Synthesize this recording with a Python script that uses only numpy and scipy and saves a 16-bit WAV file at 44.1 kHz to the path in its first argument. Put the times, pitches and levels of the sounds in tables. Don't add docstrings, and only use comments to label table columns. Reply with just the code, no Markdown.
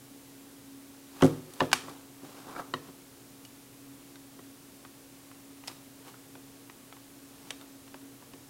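import sys
import numpy as np
from scipy import signal
from scipy.fft import rfft, irfft
from scipy.io import wavfile

SR = 44100
rng = np.random.default_rng(int(sys.argv[2]) if len(sys.argv) > 2 else 0)


def transcribe(u):
    v = np.clip(np.atleast_2d(u).T, -1, 1)
    q = np.round(v * 32767).astype(np.int16)
    wavfile.write(sys.argv[1], SR, q)


N = 374409

# start in seconds, level in dB (rms of the first 5 ms),
# tilt in dB per octave, pitch ratio of the modes.
SNIPS = [(1.2217, -29.5, 0, 0.95), (1.537, -47.5, 17, 1.13), (1.6004, -41, 6, 0.38), (1.716, -36, -1, 1),
         (1.73, -15, 2, 0.97), (3.4503, -49, 11, 0.72), (4.1566, -51.5, -1, 1.3), (4.85, -46, -6, 1.03),
         (5.3142, -49.5, -4, 0.9), (5.6378, -48, -5, 0.79), (5.675, -40.5, 11, 0.88),
         (5.68, -36.5, -3.5, 2.9), (6.142, -50.5, -14, 1.2), (6.6981, -46, -3, 0.84),
         (6.9257, -45.5, -4, 1.1), (6.9677, -52, -8, 0.93), (7.5058, -33.5, 3.5, 0.96),
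         (7.6127, -50.5, 3, 1.3), (7.8784, -53, -1, 0.87), (7.9427, -48, -3.5, 0.86),
         (8.3356, -53.5, -1, 0.78)]
# delay in seconds,
# level relative to the snap in dB, added tilt in dB per octave, pitch ratio.
AFTERSNAPS = [(0.0016, -10.5, 7, 0.79), (0.0092, -28, 11, 0.95)]
HARD_SNAP_DB = -39
# frequency in Hz, relative level in dB, T60 in seconds.
BLADE_MODES = [(990, -11, 0.014), (1199, 2, 0.034), (1581, 3, 0.019), (1940, 12, 0.0037), (2460, -5, 0.028),
               (2770, 2, 0.0061), (2950, 15, 0.0048), (3456, 6, 0.014), (3940, 0, 0.0053),
               (5200, -17.5, 0.028), (6300, -3, 0.01), (7940, -19, 0.015), (9460, -16.5, 0.022)]
# start in seconds, peak level in dB, frequency in Hz,
# T60 in seconds.
BLADE_PINGS = [(1.7305, -22, 5180, .028), (3.4512, -46, 2900, 0.049), (4.1566, -51, 3710, .04),
               (5.6791, -32, 5140, 0.03), (5.6795, -37, 3790, .03), (6.9258, -52, 3400, .03),
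               (7.5059, -30.5, 3780, 0.021), (7.6127, -50, 3650, 0.036)]

# start in seconds, package level in dB,
# tilt in dB per octave, pitch ratio, desk level in dB, contact bandwidth in Hz.
KNOCKS = [(1.210, -36, -5, 0.86, -62, 700), (1.6051, -19.5, -3, 0.92, -38, 1510),
          (1.737, -45, -6, 1, -38, 380), (1.836, -62, -8, 1, -46, 350), (1.882, -41.5, -13, 1.02, -54, 866),
          (2.233, -59, -7, 0.91, -48.5, 500), (2.5626, -37, -13, 1.2, -58, 900),
          (2.596, -35.5, -19, 1.2, -57, 900), (2.7384, -26, -0.5, 0.99, -35, 422),
          (2.888, -55.5, -6, 1, -47.5, 350), (4.391, -51, -4, 1, -50.5, 500),
          (6.353, -49.5, -3.5, 0.8, -52, 900), (7.505, -45, -1, 1.22, -50, 1500),
          (7.9427, -48.5, -5, 0.86, -50, 1300), (8.2241, -52, -9, 0.91, -54, 700),
          (8.335, -52.5, 3, 0.94, -51.5, 700)]
# frequency in Hz, relative level in dB, T60 in seconds.
PACKAGE_MODES = [(698, -14.5, 0.047), (935, -9.5, 0.044), (1077, 5.5, 0.022), (1182, 0.5, 0.028),
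                 (1292, 1.5, 0.023), (1917, 0.5, 0.033), (2996, 6.5, 0.012), (3190, 1, 0.012),
                 (3850, -3.5, 0.019), (4360, 0, 0.011), (5780, -20, 0.012)]
# frequency in Hz, relative density in dB per Hz.
CRACK_SPECTRUM = [(200, -16), (600, 8.5), (1100, 12), (3000, 5.5), (4500, 7.5), (8000, -2), (11000, -10),
                  (16000, -28)]
# frequency in Hz, relative density in dB per Hz.
RADIATED_SPECTRUM = [(200, -6), (600, -3.5), (1000, 5), (3200, 0), (4200, -5.5), (5400, -3.5), (6800, -9),
                     (10000, -12), (16000, -31)]

# start in seconds, desk level in dB,
# contact bandwidth in Hz, package level in dB, crinkle level in dB, desk loss per rock in dB.
LANDINGS = [(1.2249, -14.5, 423, -23.5, -37.5, 1), (1.6147, -23, 1300, -33, -51, 9)]
# frequency in Hz, relative level in dB, T60 in seconds.
DESK_MODES = [(54.5, -36, 0.35), (109, -14, 0.22), (149.2, -7, 0.18), (178, -36, 0.4), (250, -3, 0.18),
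              (269, 3.5, 0.082), (323, -21, 0.47), (368, 0.5, 0.11), (467.7, -9.5, 0.29),
              (531, -2.5, 0.091), (613, -6, 0.14), (711, -2.5, 0.066), (851, -5, 0.057), (960, -13, 0.023)]
ROCK_S = 0.0093
FAR_EDGE_EARLY_S, FAR_EDGE_DB = 0.0008, -11
ROCK_KNOCK_LOSS_DB, ROCK_CRINKLE_LOSS_DB = 5.5, 2
ROCK_TILT_DB_PER_OCT, ROCK_PITCH_RATIO = -7.5, 1.15
CRINKLE_MAX_LAG_S = 0.003
CRINKLE_TILT_DB_PER_OCT = 12

# peak time in seconds, rise in seconds, fall in seconds,
# friction level in dB, surface hiss level relative to the friction in dB.
PUSHES = [(1.25, 0.14, 0.184, -44.5, -2), (1.64, 0.3, 0.11, -52, -0.5), (1.89, 0.11, 0.21, -49, -5.5),
          (2.27, 0.096, 0.2, -51.5, -5), (2.385, 0.21, 0.18, -51, -4), (2.5, 0.15, 0.3, -46.5, -10),
          (2.604, 0.12, 0.032, -39, -13.5), (2.885, 0.1, 0.06, -55, -6), (5.69, 0.05, 0.13, -52, 1.5),
          (6.08, 0.09, 0.1, -52, -2.5), (7.5, 0.4, 0.087, -57, -2), (7.62, 0.064, 0.071, -56, -11)]
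# frequency in Hz, relative density in dB per Hz.
FRICTION_SPECTRUM = [(60, -34), (150, -6), (300, 1.5), (620, -5), (800, -1), (1300, -5), (1650, -9.5),
                     (2100, -37), (4000, -25), (16000, -36)]
# frequency in Hz, relative density in dB per Hz.
SURFACE_SPECTRUM = [(800, -15), (2500, -5.5), (5000, -7.5), (8000, -11.5), (12000, -13), (16000, -18)]
PUSH_SLOPE_DB = 19.5
HOLD_DB = -70.5
SNAG_SLOTS_PER_S, SNAG_ABOVE_DB = 70, -50.5
SNAG_DB, SNAG_SPREAD_DB, SNAG_TILT_DB_PER_OCT = -3.5, 6, -10.5

# frequency in Hz, T60 in seconds.
ROOM_T60 = [(100, 0.64), (400, 0.57), (1500, 0.34), (5000, 0.38), (14000, 0.27)]
# frequency in Hz, level in dB, rms pitch wander in Hz.
HUM_TONES = [(117, -71, 0.84), (128.6, -68.5, 1.234), (275.5, -56.5, 1.34), (349, -69.5, 0.87),
             (424, -76, 0.68), (590, -97, 1.5), (840, -86, 0.93), (1115, -78.5, 1.87), (15280, -86, 0.91)]
# frequency in Hz, density in dB per Hz.
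FLOOR_SPECTRUM = [(20, -99), (60, -91.5), (100, -89), (130, -85), (200, -87.5), (275, -79.5), (320, -88),
                  (450, -87), (620, -92), (1150, -96.5), (2000, -97.5), (5000, -99), (9500, -98),
                  (15500, -101)]
CUTOFF_HZ = 15850


def from_db(db):
    return 10 ** (np.asarray(db) / 20)


def rms_one(x):
    return x / np.sqrt(np.mean(x ** 2) + 1e-20)


def unit_attack(x):
    return x / np.sqrt(np.mean(x[:SR // 200] ** 2) + 1e-20)


def at_hz(points, hz):
    table_hz, value = np.transpose(points)
    return np.interp(np.log(np.maximum(hz, 1)), np.log(table_hz), value)


def colour(x, spectrum, tilt_db=0):
    hz = np.maximum(np.fft.rfftfreq(len(x), 1 / SR), 1)
    octaves = np.log2(np.maximum(hz, 500) / 2000)
    gain = from_db(at_hz(spectrum, hz) + tilt_db * octaves)
    return irfft(rfft(x) * gain, len(x))


def drift(rate_hz):
    place = np.arange(N) / SR * rate_hz
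    knots = rng.standard_normal(20000)
    return rms_one(np.interp(place, np.arange(len(knots)), knots))


def add(out, start_s, sound):
    start = int(round(start_s * SR))
    out[start:start + len(sound)] += sound[:N - start]


def ring(modes, t, tilt_db=0, pitch=1):
    hz, db, t60 = np.transpose(modes)[:, :, None]
    hz = hz * pitch
    db = db + tilt_db * np.log2(hz / 2000)
    signs = (-1) ** np.arange(len(hz))[:, None]
    decay = from_db(db - 60 * t / t60)
    return np.sum(signs * decay * np.sin(2 * np.pi * hz * t), axis=0)


def burst(spectrum, tilt_db, t60, t):
    noise = colour(rng.standard_normal(len(t)), spectrum, tilt_db)
    return unit_attack(noise * np.exp(-np.log(1000) * t / t60))


def contacts(events, modes, crack_db, crack_t60):
    direct, spread = np.zeros(N), np.zeros(N)
    t = np.arange(8192) / SR
    click = signal.unit_impulse(len(t), SR // 500)
    for start_s, db, tilt_db, pitch in events:
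        body = unit_attack(ring(modes, t, tilt_db, pitch))
        hit = body + from_db(crack_db) * burst(CRACK_SPECTRUM, tilt_db, crack_t60, t)
        radiated = colour(click, RADIATED_SPECTRUM, tilt_db)[:len(t) // 2]
        add(direct, start_s, from_db(db) * unit_attack(hit))
        add(spread, start_s, from_db(db) * unit_attack(radiated))
    return direct, spread


def snapping():
    events = list(SNIPS)
    for start_s, db, tilt_db, pitch in SNIPS:
        if db > HARD_SNAP_DB:
            for delay_s, after_db, added_db, ratio in AFTERSNAPS:
                events.append((start_s + delay_s, db + after_db, tilt_db + added_db, pitch * ratio))
    return events


def blade_ringing():
    out, t = np.zeros(N), np.arange(SR // 4) / SR
    for start_s, db, hz, t60 in BLADE_PINGS:
        add(out, start_s, from_db(db) * ring([(hz, 0, t60)], t))
    return out


def rocking(count=4):
    blows, knocks, crinkles = [], [], []
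    for start_s, desk_db, contact_hz, package_db, crinkle_db, loss_db in LANDINGS:
        for k in range(count):
            far = k % 2
            at_s = start_s + k * ROCK_S - far * FAR_EDGE_EARLY_S
            blow_db = desk_db - k * loss_db + far * FAR_EDGE_DB
            blows.append((at_s, blow_db, contact_hz, (-1) ** k))
            knock_db = package_db - k * ROCK_KNOCK_LOSS_DB
            knock_pitch = ROCK_PITCH_RATIO * rng.uniform(0.89, 1.13)
            knocks.append((at_s, knock_db, ROCK_TILT_DB_PER_OCT, knock_pitch))
            leave_s = at_s + ROCK_S + CRINKLE_MAX_LAG_S * rng.random()
            sheet_db = crinkle_db - k * ROCK_CRINKLE_LOSS_DB
            crinkles.append((leave_s, sheet_db, CRINKLE_TILT_DB_PER_OCT, rng.uniform(0.68, 1.5)))
    return blows, knocks, crinkles


def desk(blows, lowest_hz=55):
    out, boom = np.zeros(N), ring(DESK_MODES, np.arange(SR // 2) / SR)
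    for start_s, db, contact_hz, direction in blows:
        softened = signal.sosfilt(signal.butter(2, contact_hz, fs=SR, output="sos"), boom)
        add(out, start_s, direction * from_db(db) * unit_attack(softened))
    return signal.sosfilt(signal.butter(1, lowest_hz, "high", fs=SR, output="sos"), out)


def pushing():
    t, friction, hiss = np.arange(N) / SR, from_db(HOLD_DB), 0
    for peak_s, rise_s, fall_s, db, hiss_db in PUSHES:
        away = np.maximum((peak_s - t) / rise_s, (t - peak_s) / fall_s)
        push = from_db(db - PUSH_SLOPE_DB * np.minimum(away, 10))
        friction = np.maximum(friction, push)
        hiss = np.maximum(hiss, push * from_db(hiss_db))
    return friction, hiss


def sliding(friction, hiss, catches_per_s=3500, size_db=3.0, judder_db=1.55):
    sizes = from_db(size_db * np.minimum(rng.exponential(1, N), 4)) * rng.choice([-1, 1], N)
    catches = sizes * (rng.random(N) < catches_per_s / SR)
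    body = friction * rms_one(colour(catches, FRICTION_SPECTRUM))
    surface = hiss * rms_one(colour(rng.standard_normal(N), SURFACE_SPECTRUM))
    judder = rms_one(from_db(judder_db * drift(240)))
    return (body + surface) * judder


def snagging(friction):
    chance = rng.random((int(N / SR * SNAG_SLOTS_PER_S), 3))
    times_s = (np.arange(len(chance)) + chance[:, 0]) / SNAG_SLOTS_PER_S
    push_db = 20 * np.log10(np.interp(times_s * SR, np.arange(N), friction))
    events = []
    for at_s, db, (_, size, bend) in zip(times_s, push_db, chance):
        if db > SNAG_ABOVE_DB:
            snag_db = db + SNAG_DB + SNAG_SPREAD_DB * (2 * size - 1)
            events.append((at_s, snag_db, SNAG_TILT_DB_PER_OCT, 0.86 + 0.47 * bend))
    return events


def nearby(x, reflect_db, t60=0.048):
    t = np.arange(4096) / SR
    response = rng.standard_normal(len(t)) * np.exp(-np.log(1000) * t / t60) * (t > 0.002)
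    reflected = signal.fftconvolve(x, response / np.linalg.norm(response))[:N]
    return x + from_db(reflect_db) * reflected


def room(x, full_after_s=0.018):
    t = np.arange(SR // 2) / SR
    white, tail = rng.standard_normal((2, len(t))), 0
    edges_hz = np.geomspace(60, 17000, 10)
    for k, (low, high) in enumerate(zip(edges_hz, edges_hz[1:])):
        band_filter = signal.butter(2, [low, high], "band", fs=SR, output="sos")
        band = signal.sosfilt(band_filter, white[k % 2])
        t60 = at_hz(ROOM_T60, np.sqrt(low * high))
        tail = tail + band * np.exp(-np.log(1000) * t / t60)
    tail = tail * np.clip(2 * t / full_after_s - 1, 0, 1)
    return signal.fftconvolve(x, tail / np.linalg.norm(tail))[:N]


def hum(waver_db=-2.0):
    out = np.zeros(N)
    for hz, db, wander_hz in HUM_TONES:
        phase = 2 * np.pi * np.cumsum(hz + wander_hz * drift(8)) / SR
        level = from_db(db + waver_db * drift(6.7))
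        out += level * np.sqrt(2) * np.sin(phase)
    return out


def air_and_hiss():
    return colour(rng.standard_normal(N), FLOOR_SPECTRUM) * np.sqrt(SR / 2)


def scene():
    background = hum() + air_and_hiss()
    friction, hiss = pushing()
    slide, pings = sliding(friction, hiss), blade_ringing()

    rock_blows, rock_knocks, crinkles = rocking()
    single_blows = [(at_s, desk_db, contact_hz, 1) for at_s, _, _, _, desk_db, contact_hz in KNOCKS]
    thumps = desk(rock_blows + single_blows)

    snips, snip_spread = contacts(snapping() + crinkles, BLADE_MODES, crack_db=1.0, crack_t60=0.022)
    snips = nearby(snips, reflect_db=-11.0)
    knock_events = [row[:4] for row in KNOCKS] + rock_knocks + snagging(friction)
    knocks, knock_spread = contacts(knock_events, PACKAGE_MODES, crack_db=-8.5, crack_t60=0.023)
    direct = thumps + slide + pings + snips + nearby(knocks, reflect_db=-9.0)

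    desk_to_room = from_db(-19) * thumps + from_db(-19) * knocks + from_db(-21.5) * knock_spread
    air_to_room = from_db(-15.5) * snip_spread + from_db(-20) * pings + from_db(-14.5) * slide
    return (direct + room(desk_to_room + air_to_room) + background)[None]


def record(dry):
    return signal.sosfilt(signal.ellip(12, 0.1, 80, CUTOFF_HZ, fs=SR, output="sos"), dry)


dry = scene()
out = record(dry)
transcribe(out)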